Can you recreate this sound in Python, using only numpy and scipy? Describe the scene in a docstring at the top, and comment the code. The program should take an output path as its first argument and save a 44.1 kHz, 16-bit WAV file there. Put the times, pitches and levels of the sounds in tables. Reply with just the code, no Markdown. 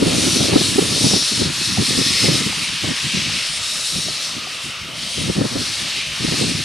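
"""A small steam locomotive blows off steam as it creeps along a station across a bank: a bright jet that the
breeze makes swell and fade, over a duller roar thrown back by the buildings, all made of filtered noise.
Wind puffs buffet two microphone ports with low, lumpy noise; the strongest eddies flutter like short thumps.
Eddies pass the right port first. A few hollow ticks, damped notes near 700 Hz, are probably small sharp wind
puffs on the microphones. Yard rumble and microphone hiss lie beneath."""
import sys
import numpy as np
from scipy import signal
from scipy.fft import rfft, irfft, next_fast_len
from scipy.io import wavfile
from scipy.ndimage import uniform_filter1d, map_coordinates

SR = 44100
rng = np.random.default_rng(int(sys.argv[2]) if len(sys.argv) > 2 else 0)


def file_out(sig):
    """Save sig as 16-bit WAV at sys.argv[1]."""
    # one column per channel
    cols = np.atleast_2d(sig).T
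    # limit, then scale
    lim = np.clip(cols, -1, 1)
    pcm = np.round(lim * 32767).astype(np.int16)
    wavfile.write(sys.argv[1], SR, pcm)


N = 292824
HZ = np.fft.rfftfreq(next_fast_len(N + 8192), 1 / SR)  # filter grid, padded so that tails do not wrap

# Stereo width of steam, yard and microphone hiss: f/Hz, left-right likeness (1 = mono)
STEADY_LIKENESS = [(60, 0.89), (95, 0.92), (150, 0.95), (240, 1), (380, 1), (600, 0.83), (950, 0.73),
                   (1500, 0.87), (2380, 0.92), (3770, 0.99), (5980, 0.86), (9470, 0.99), (15000, 1)]
# Stereo width of the wind before the ports are set apart in time: f/Hz, left-right likeness (1 = mono)
PORT_LIKENESS = [(60, 0.93), (200, 0.83), (400, 0.82), (800, 0.35)]


def amp(db):
    """dB to gain."""
    return 10 ** (np.asarray(db) / 20)


def unit(x):
    """x at rms 1."""
    return x / np.sqrt(np.mean(x ** 2) + 1e-20)


def along(points):
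    """(f/Hz, value) points read on a log frequency axis."""
    f, v = np.transpose(points)
    return np.interp(np.log(HZ + 1), np.log(f + 1), v)


def curves(rows):
    """One value per sample for each column after the time."""
    s, *cols = np.transpose(rows)
    return [np.interp(np.arange(N) / SR, s, c) for c in cols]


def wobble(rate):
    """A smooth random curve through normal knots, rate knots a second."""
    knots = rng.standard_normal(int(N * rate / SR) + 4)
    return map_coordinates(knots, [np.arange(N) * rate / SR])


def filtered(x, response):
    """x times a complex response of frequency."""
    m = 2 * (len(HZ) - 1)
    return irfft(rfft(x, m) * response, m)[..., :N]


def blurred_grain(shape, bins, frames):
    """Random time-frequency gain field of rms 1, smoothed over bins and frames."""
    field = uniform_filter1d(rng.standard_normal(shape), bins, 0)
    return unit(uniform_filter1d(field, frames, 1))


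def rush(spectrum, likeness, patchy_db, streaky_db):
    """Stereo noise of rms 1 with short broad patches and long narrow streaks of random gain."""
    z = signal.stft(rng.standard_normal((2, N)), nperseg=512)[2]
    patches = patchy_db * blurred_grain(z.shape[1:], bins=6, frames=16)
    streaks = streaky_db * blurred_grain(z.shape[1:], bins=2, frames=100)
    pair = signal.istft(z * amp(patches + streaks), nperseg=512)[1][:, :N]
    # mid and side shares that give the wanted left-right correlation
    turn = np.arccos(np.clip(along(likeness), -1, 1)) / 2
    mid, side = filtered(pair, amp(along(spectrum)) * [np.cos(turn), np.sin(turn)])
    return unit(np.array([mid + side, mid - side]))


def steam():
    """Air moving on the long path makes jet, fizz and leak flicker together; the reflected roar wavers slowly."""
    # Swell of the bright steam before flicker: t/s, jet level/dB, fizz level over jet/dB
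    blow_off = [(0, -28.5, -5.5), (.11, -23.5, -4), (.35, -19, -4), (.46, -19.5, -7), (.52, -25, -7),
                (.59, -20.5, -6.5), (.79, -24, -3.5), (.9, -21.5, -5), (1.06, -19, -5), (1.22, -19.5, -7),
                (1.44, -21.5, -10), (1.51, -27, -6), (1.66, -21, -8), (1.77, -23, -7.5), (1.87, -20, -8),
                (2.29, -19, -7.5), (2.37, -20, -7.5), (2.43, -25, -6), (2.85, -26, -8),
                (3.28, -23.5, -10.5), (3.6, -26, -8), (3.87, -25, -3), (4.07, -26, -8.5), (4.27, -25, -8.5),
                (4.42, -31.5, -11.5), (4.64, -31, -7), (4.78, -34.5, -11.5), (4.92, -35.5, -9),
                (5.03, -27.5, -8), (5.22, -26, -7), (5.4, -29.5, -8.5), (5.75, -24.5, -9),
                (5.96, -25, -10.5), (6.1, -30.5, -9), (6.36, -22, -8), (6.64, -26, -8.5)]
    # Swell of the duller steam before flicker: t/s, wider leak level/dB, roar level/dB
    lower_steam = [(0.0, -30.5, -35), (0.11, -25.5, -34), (0.83, -28, -33), (0.98, -29, -36),
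                   (1.83, -30, -35.5), (2.16, -24, -32.5), (2.61, -28, -36.5), (3.35, -25.5, -35.5),
                   (3.55, -29.5, -39.5), (4.08, -32.5, -41.5), (4.18, -31, -39), (4.88, -32.5, -43),
                   (5.23, -29.5, -39), (5.42, -34.5, -35), (5.99, -26.5, -38.5), (6.07, -29.5, -41.5),
                   (6.31, -27, -34.5), (6.64, -28.5, -37.5)]
    # Noise colours: f/Hz, density/dB per Hz
    jet_colour = [(1940, -35), (3300, -4.5), (3800, 0), (4520, 0), (4920, -2.5), (5370, -1.5),
                  (7400, -13.5), (9620, -25), (16300, -120)]
    fizz_colour = [(3880, -26), (6600, -5.5), (7350, -5), (9230, -1), (10500, -6), (13400, -26),
                   (14700, -69), (15000, -54), (15200, -88), (15500, -87)]
    leak_colour = [(1240, -35), (2100, -6.5), (2420, -5), (2620, -2.5), (3120, -3.5), (3800, -10.5),
                   (4940, -31), (8360, -120)]
    roar_colour = [(350, -32), (600, -16), (870, -9), (1260, -3.5), (1480, -4.5), (1830, -1), (2010, -6.5),
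                   (2400, -8.5), (3120, -19.5), (5280, -120)]
    # Stereo balance: f/Hz, left over right/dB
    left_lean = [(60, 0.0), (150, 6), (380, -13), (950, -1), (2380, 0), (5980, 2.5), (15000, -1.5)]

    jet_db, fizz_over_jet_db = curves(blow_off)
    leak_db, roar_db = curves(lower_steam)
    flicker = wobble(30) + 0.5 * wobble(12)
    jet = rush(jet_colour, STEADY_LIKENESS, patchy_db=0.83, streaky_db=0.25)
    jet = jet * amp(jet_db + 0.49 * flicker)
    fizz = rush(fizz_colour, STEADY_LIKENESS, patchy_db=1.56, streaky_db=1.3)
    fizz = fizz * amp(jet_db + fizz_over_jet_db + 0.84 * flicker)
    leak = rush(leak_colour, STEADY_LIKENESS, patchy_db=1.0, streaky_db=0.0)
    leak = leak * amp(leak_db + 0.28 * flicker)
    roar = rush(roar_colour, STEADY_LIKENESS, patchy_db=0.06, streaky_db=2.05)
    roar = roar * amp(roar_db + 0.53 * wobble(7))
    half_lean = along(left_lean) / 2
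    return filtered(echo_bands(jet + fizz + leak + roar), amp([half_lean, -half_lean]))


def wind():
    """Lumpy turbulence on the ports; it drifts from right to left, so the left port hears it late."""
    # Eddy colours: f/Hz, density/dB per Hz
    big_colour = [(15, -56), (25, -39), (70, -9), (92, -4), (156, 0.5), (232, -3), (270, -4.5), (400, -14),
                  (520, -35), (880, -120)]
    small_colour = [(140, -35), (230, -0.5), (350, -3.5), (426, -6), (587, -8), (635, -10), (1100, -22.5),
                    (1430, -66), (2420, -120)]

    big_gain, small_gain = puffs()
    lumps_db = 2.6 * wobble(100) + 0.67 * wobble(25)
    big = amp(lumps_db) * rush(big_colour, PORT_LIKENESS, patchy_db=0.0, streaky_db=0.5)
    small = amp(1.5 * lumps_db) * rush(small_colour, PORT_LIKENESS, patchy_db=2.0, streaky_db=0.5)
    eddies = big_gain * unit(big) + small_gain * unit(small) + thumps()
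    lag_ms = 0.55
    half_lag = np.exp(-1j * np.pi * HZ * lag_ms / 1000)  # delays left, its conjugate advances right
    return filtered(eddies, np.array([half_lag, half_lag.conj()]))


def puffs():
    """Gains of big and small eddies: each puff rises fast, holds and falls away into near calm."""
    # Puffs of wind on the ports: start t/s, length/s, buffet level/dB, small eddies over buffet/dB
    gusts = [(0, 0.29, -21.5, 1.5), (0.294, 0.28, -22.5, -0.5), (0.528, 0.23, -24.5, -0.5),
             (0.775, 0.21, -24.5, 0), (1.013, 0.15, -22, 0.5), (1.2, .04, -29, -3),
             (1.323, 0.054, -26, -7.5), (1.401, .05, -18, -5.5), (1.465, 0.045, -23.5, -9),
             (1.57, 0.068, -32, -15.5), (1.676, 0.083, -25.5, -12), (1.781, 0.057, -18, -6.5),
             (1.89, .05, -22.5, -3.5), (1.97, .05, -23, -4.5), (2.057, 0.11, -30, -5),
             (2.204, 0.11, -24, -5), (2.278, .13, -23.5, -2), (2.43, 0.081, -26, -12),
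             (2.567, 0.056, -29, -8), (2.674, 0.092, -34.5, -14), (2.834, 0.081, -24, -3.5),
             (3.041, 0.027, -22, -17), (3.133, .08, -25.5, -13.5), (3.207, 0.18, -33.5, -12),
             (3.493, 0.048, -41, -23), (3.723, 0.055, -44, -9), (3.907, .05, -38, -12),
             (3.953, .04, -28.5, -6), (4.062, 0.037, -30, -7), (4.13, 0.064, -47, -16),
             (4.343, 0.043, -33, -2), (4.42, 0.052, -42.5, 0), (4.645, 0.052, -33, -22),
             (4.807, 0.27, -40.5, -8), (5.17, 0.14, -27.5, -8.5), (5.283, 0.038, -23.5, 2.5),
             (5.366, 0.1, -19.5, -1.5), (5.506, .13, -24, -5), (5.663, 0.042, -35, -8),
             (5.787, .08, -35, -12), (5.944, 0.05, -36.5, -2), (6.204, .1, -23.5, -13),
             (6.305, 0.075, -26.5, -2), (6.395, 0.11, -20.5, -2), (6.542, 0.069, -24, -9)]
    rise_s, fall_s, calm_db = 0.0079, 0.011, -57

    def edge(u):
        return 0.5 + 0.5 * np.tanh(u / 2)

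    t = np.arange(N) / SR
    gains = amp(calm_db)
    for start, length, big_db, small_over_db in gusts:
        envelope = edge((t - start) / rise_s) * edge((start + length - t) / fall_s)
        gains = gains + amp([[big_db], [big_db + small_over_db]]) * envelope
    return gains


def yard_rumble():
    """Steady low noise of the station yard, grainy and streaked in tone."""
    # Rumble colour: f/Hz, density/dB per Hz
    rumble_colour = [(18, -42), (30, -6), (119, 5), (278, -6.5), (405, -7), (630, -2), (792, -10.5),
                     (1230, 1), (1500, -6.5), (1950, -30), (3300, -120)]
    level_db = -39.5
    return amp(level_db) * rush(rumble_colour, STEADY_LIKENESS, patchy_db=2.5, streaky_db=2.5)


def mic_hiss():
    """Steady, faint high self-noise of the microphones."""
    # Self-noise colour: f/Hz, density/dB per Hz
    hiss_colour = [(3530, -32), (6000, -8), (9100, 1), (11700, -10), (12000, 0), (15500, -19)]
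    level_db = -52
    return amp(level_db) * rush(hiss_colour, STEADY_LIKENESS, patchy_db=2.0, streaky_db=2.0)


def thumps():
    """Each strong eddy is a soft-edged burst: a few peaked, unsteady cycles inside ragged turbulence."""
    # Strong eddies: t/s, strength/dB, flutter f/Hz before its random glide
    strong_eddies = [(0.017, -2, 280), (0.061, -7, 200), (0.173, -9.5, 218), (0.271, -11, 249),
                     (0.355, -8.5, 245), (0.417, -12, 265), (0.478, -17, 310), (0.553, 1.5, 271.5),
                     (0.779, -0.5, 384), (0.911, -13, 191), (1.031, -10, 257), (1.315, -14, 203),
                     (1.408, -7, 242), (1.608, -16.5, 187), (1.808, -9.5, 195.5), (1.979, -11, 267),
                     (2.229, -16, 197), (2.265, -17, 320), (2.406, -14, 212), (2.459, -13.5, 210),
                     (2.834, -15.5, 284), (2.903, -12.5, 246), (3.16, -18, 194.5), (5.171, -16.5, 250),
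                     (5.291, -8, 222), (5.369, -13, 189), (5.406, -6, 252), (5.549, -13, 246),
                     (6.196, -20, 198), (6.238, -10.5, 251), (6.313, -13, 254), (6.407, -9, 270)]
    # Colour of the ragged part: f/Hz, density/dB per Hz
    ragged_colour = [(35, -45), (60, -13), (146, 0), (254, -1.5), (383, 3.5), (641, -22), (1300, -15),
                     (1690, -51), (2860, -120)]
    swell_s = 0.0095  # time scale of the burst, which peaks at 1.1 times this

    out = np.zeros((2, N + SR))
    ragged = rush(ragged_colour, PORT_LIKENESS, patchy_db=0.5, streaky_db=1.0)
    ragged = np.pad(ragged, ((0, 0), (0, SR)))
    chance = rng.standard_normal((len(strong_eddies), 4))
    ports = np.array([[1], [-1]])  # left, right
    t = np.arange(int(3 * swell_s * SR)) / SR
    swell = np.exp(-2 * (t / swell_s - 1.1) ** 2)
    for (s, db, hz), (phase, glide, skew, tilt) in zip(strong_eddies, chance):
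        span = slice(round(s * SR), round(s * SR) + len(t))
        turn = 2 * np.pi * hz * t * (1 + 0.025 * glide * t / swell_s)
        turn = turn + np.pi * phase + 0.27 * skew * ports
        cycles = np.sin(turn) + 0.35 * np.cos(2 * turn)  # the octave makes one side peaked
        burst = 0.75 * cycles + 0.4 * ragged[:, span]
        out[:, span] += amp(db - 3.0 + 0.89 * tilt * ports) * swell * burst
    return out[:, :N]


def echo_bands(x):
    """Echoes reinforce narrow bands of the steam, which glide as the engine creeps; each swells in, and all but
    the last fade out again, while the last is still strong at the end."""
    # Bands: start t/s, end t/s, start f/Hz, end f/Hz, width/Hz, lift/dB
    bands = [(.15, 0.48, 5950, 5800, 190, 7), (3.5, 3.6, 8900, 9100, 290, 8.5),
             (0.95, 2.3, 2570, 2560, 22, 9.5), (0.98, 1.26, 5600, 5550, 290, 6.5),
             (0.9, 3, 1480, 2300, 170, 3), (2, 2.47, 5260, 5100, 140, 6.5),
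             (3.25, 4.4, 5240, 5700, 77, 6.5), (3.35, 3.56, 8000, 8800, 250, 1),
             (3.46, 4.33, 3650, 3950, 96, 4.5), (3.8, 4.4, 6500, 6400, 120, 2),
             (4.95, 5.4, 3150, 3200, 160, 4.5), (4.42, 4.74, 2630, 2740, 100, 2.5),
             (1.4, 8.5, 8300, 8200, 150, 4.5)]
    hz, t, z = signal.stft(x, SR, nperseg=1024)
    lift_db = np.zeros(z.shape[1:])
    for start, end, from_hz, to_hz, width_hz, db in bands:
        u = np.clip((t - start) / (end - start), 0, 1)
        centre = from_hz + (to_hz - from_hz) * u
        fade = np.sqrt(np.abs(np.sin(np.pi * u)))
        lift_db += db * fade * np.exp(-0.5 * ((hz[:, None] - centre) / width_hz) ** 2)
    return signal.istft(z * amp(lift_db), SR, nperseg=1024)[1][:, :N]


def ticks():
    """Short hollow ticks near 700 Hz, probably small sharp wind puffs on the microphones: two damped notes each."""
    # Ticks: t/s, strength/dB, upper note f/Hz
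    hits = [(1.774, -12, 740), (2.527, -18.5, 835), (2.843, -22, 750), (3.295, -23.5, 794),
            (4.083, -18.5, 640), (4.47, -21.5, 724)]
    t60_s, rise_s = 0.025, 0.0012
    low_pitch, low_share = 0.58, 0.36  # relative to the upper note

    out = np.zeros(N)
    t = np.arange(SR // 10) / SR
    for s, db, hz in hits:
        upper = np.sin(2 * np.pi * hz * t)
        lower = low_share * np.sin(2 * np.pi * low_pitch * hz * t)
        envelope = amp(db - 60 * t / t60_s) * (1 - np.exp(-t / rise_s))
        out[round(s * SR):][:len(t)] += envelope * (upper + lower)
    return out


def scene():
    """Steam, wind on the ports, the steady rumble of the station yard, microphone hiss and ticks."""
    return steam() + wind() + yard_rumble() + mic_hiss() + ticks()


def record(dry):
    """The input rounds off the highest peaks and keeps nothing above its band limit."""
    top_hz = 15638
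    soft = dry / (1 + np.abs(dry / 0.99) ** 8) ** (1 / 8)
    return filtered(soft, HZ < top_hz)


dry = scene()
out = record(dry)
file_out(out)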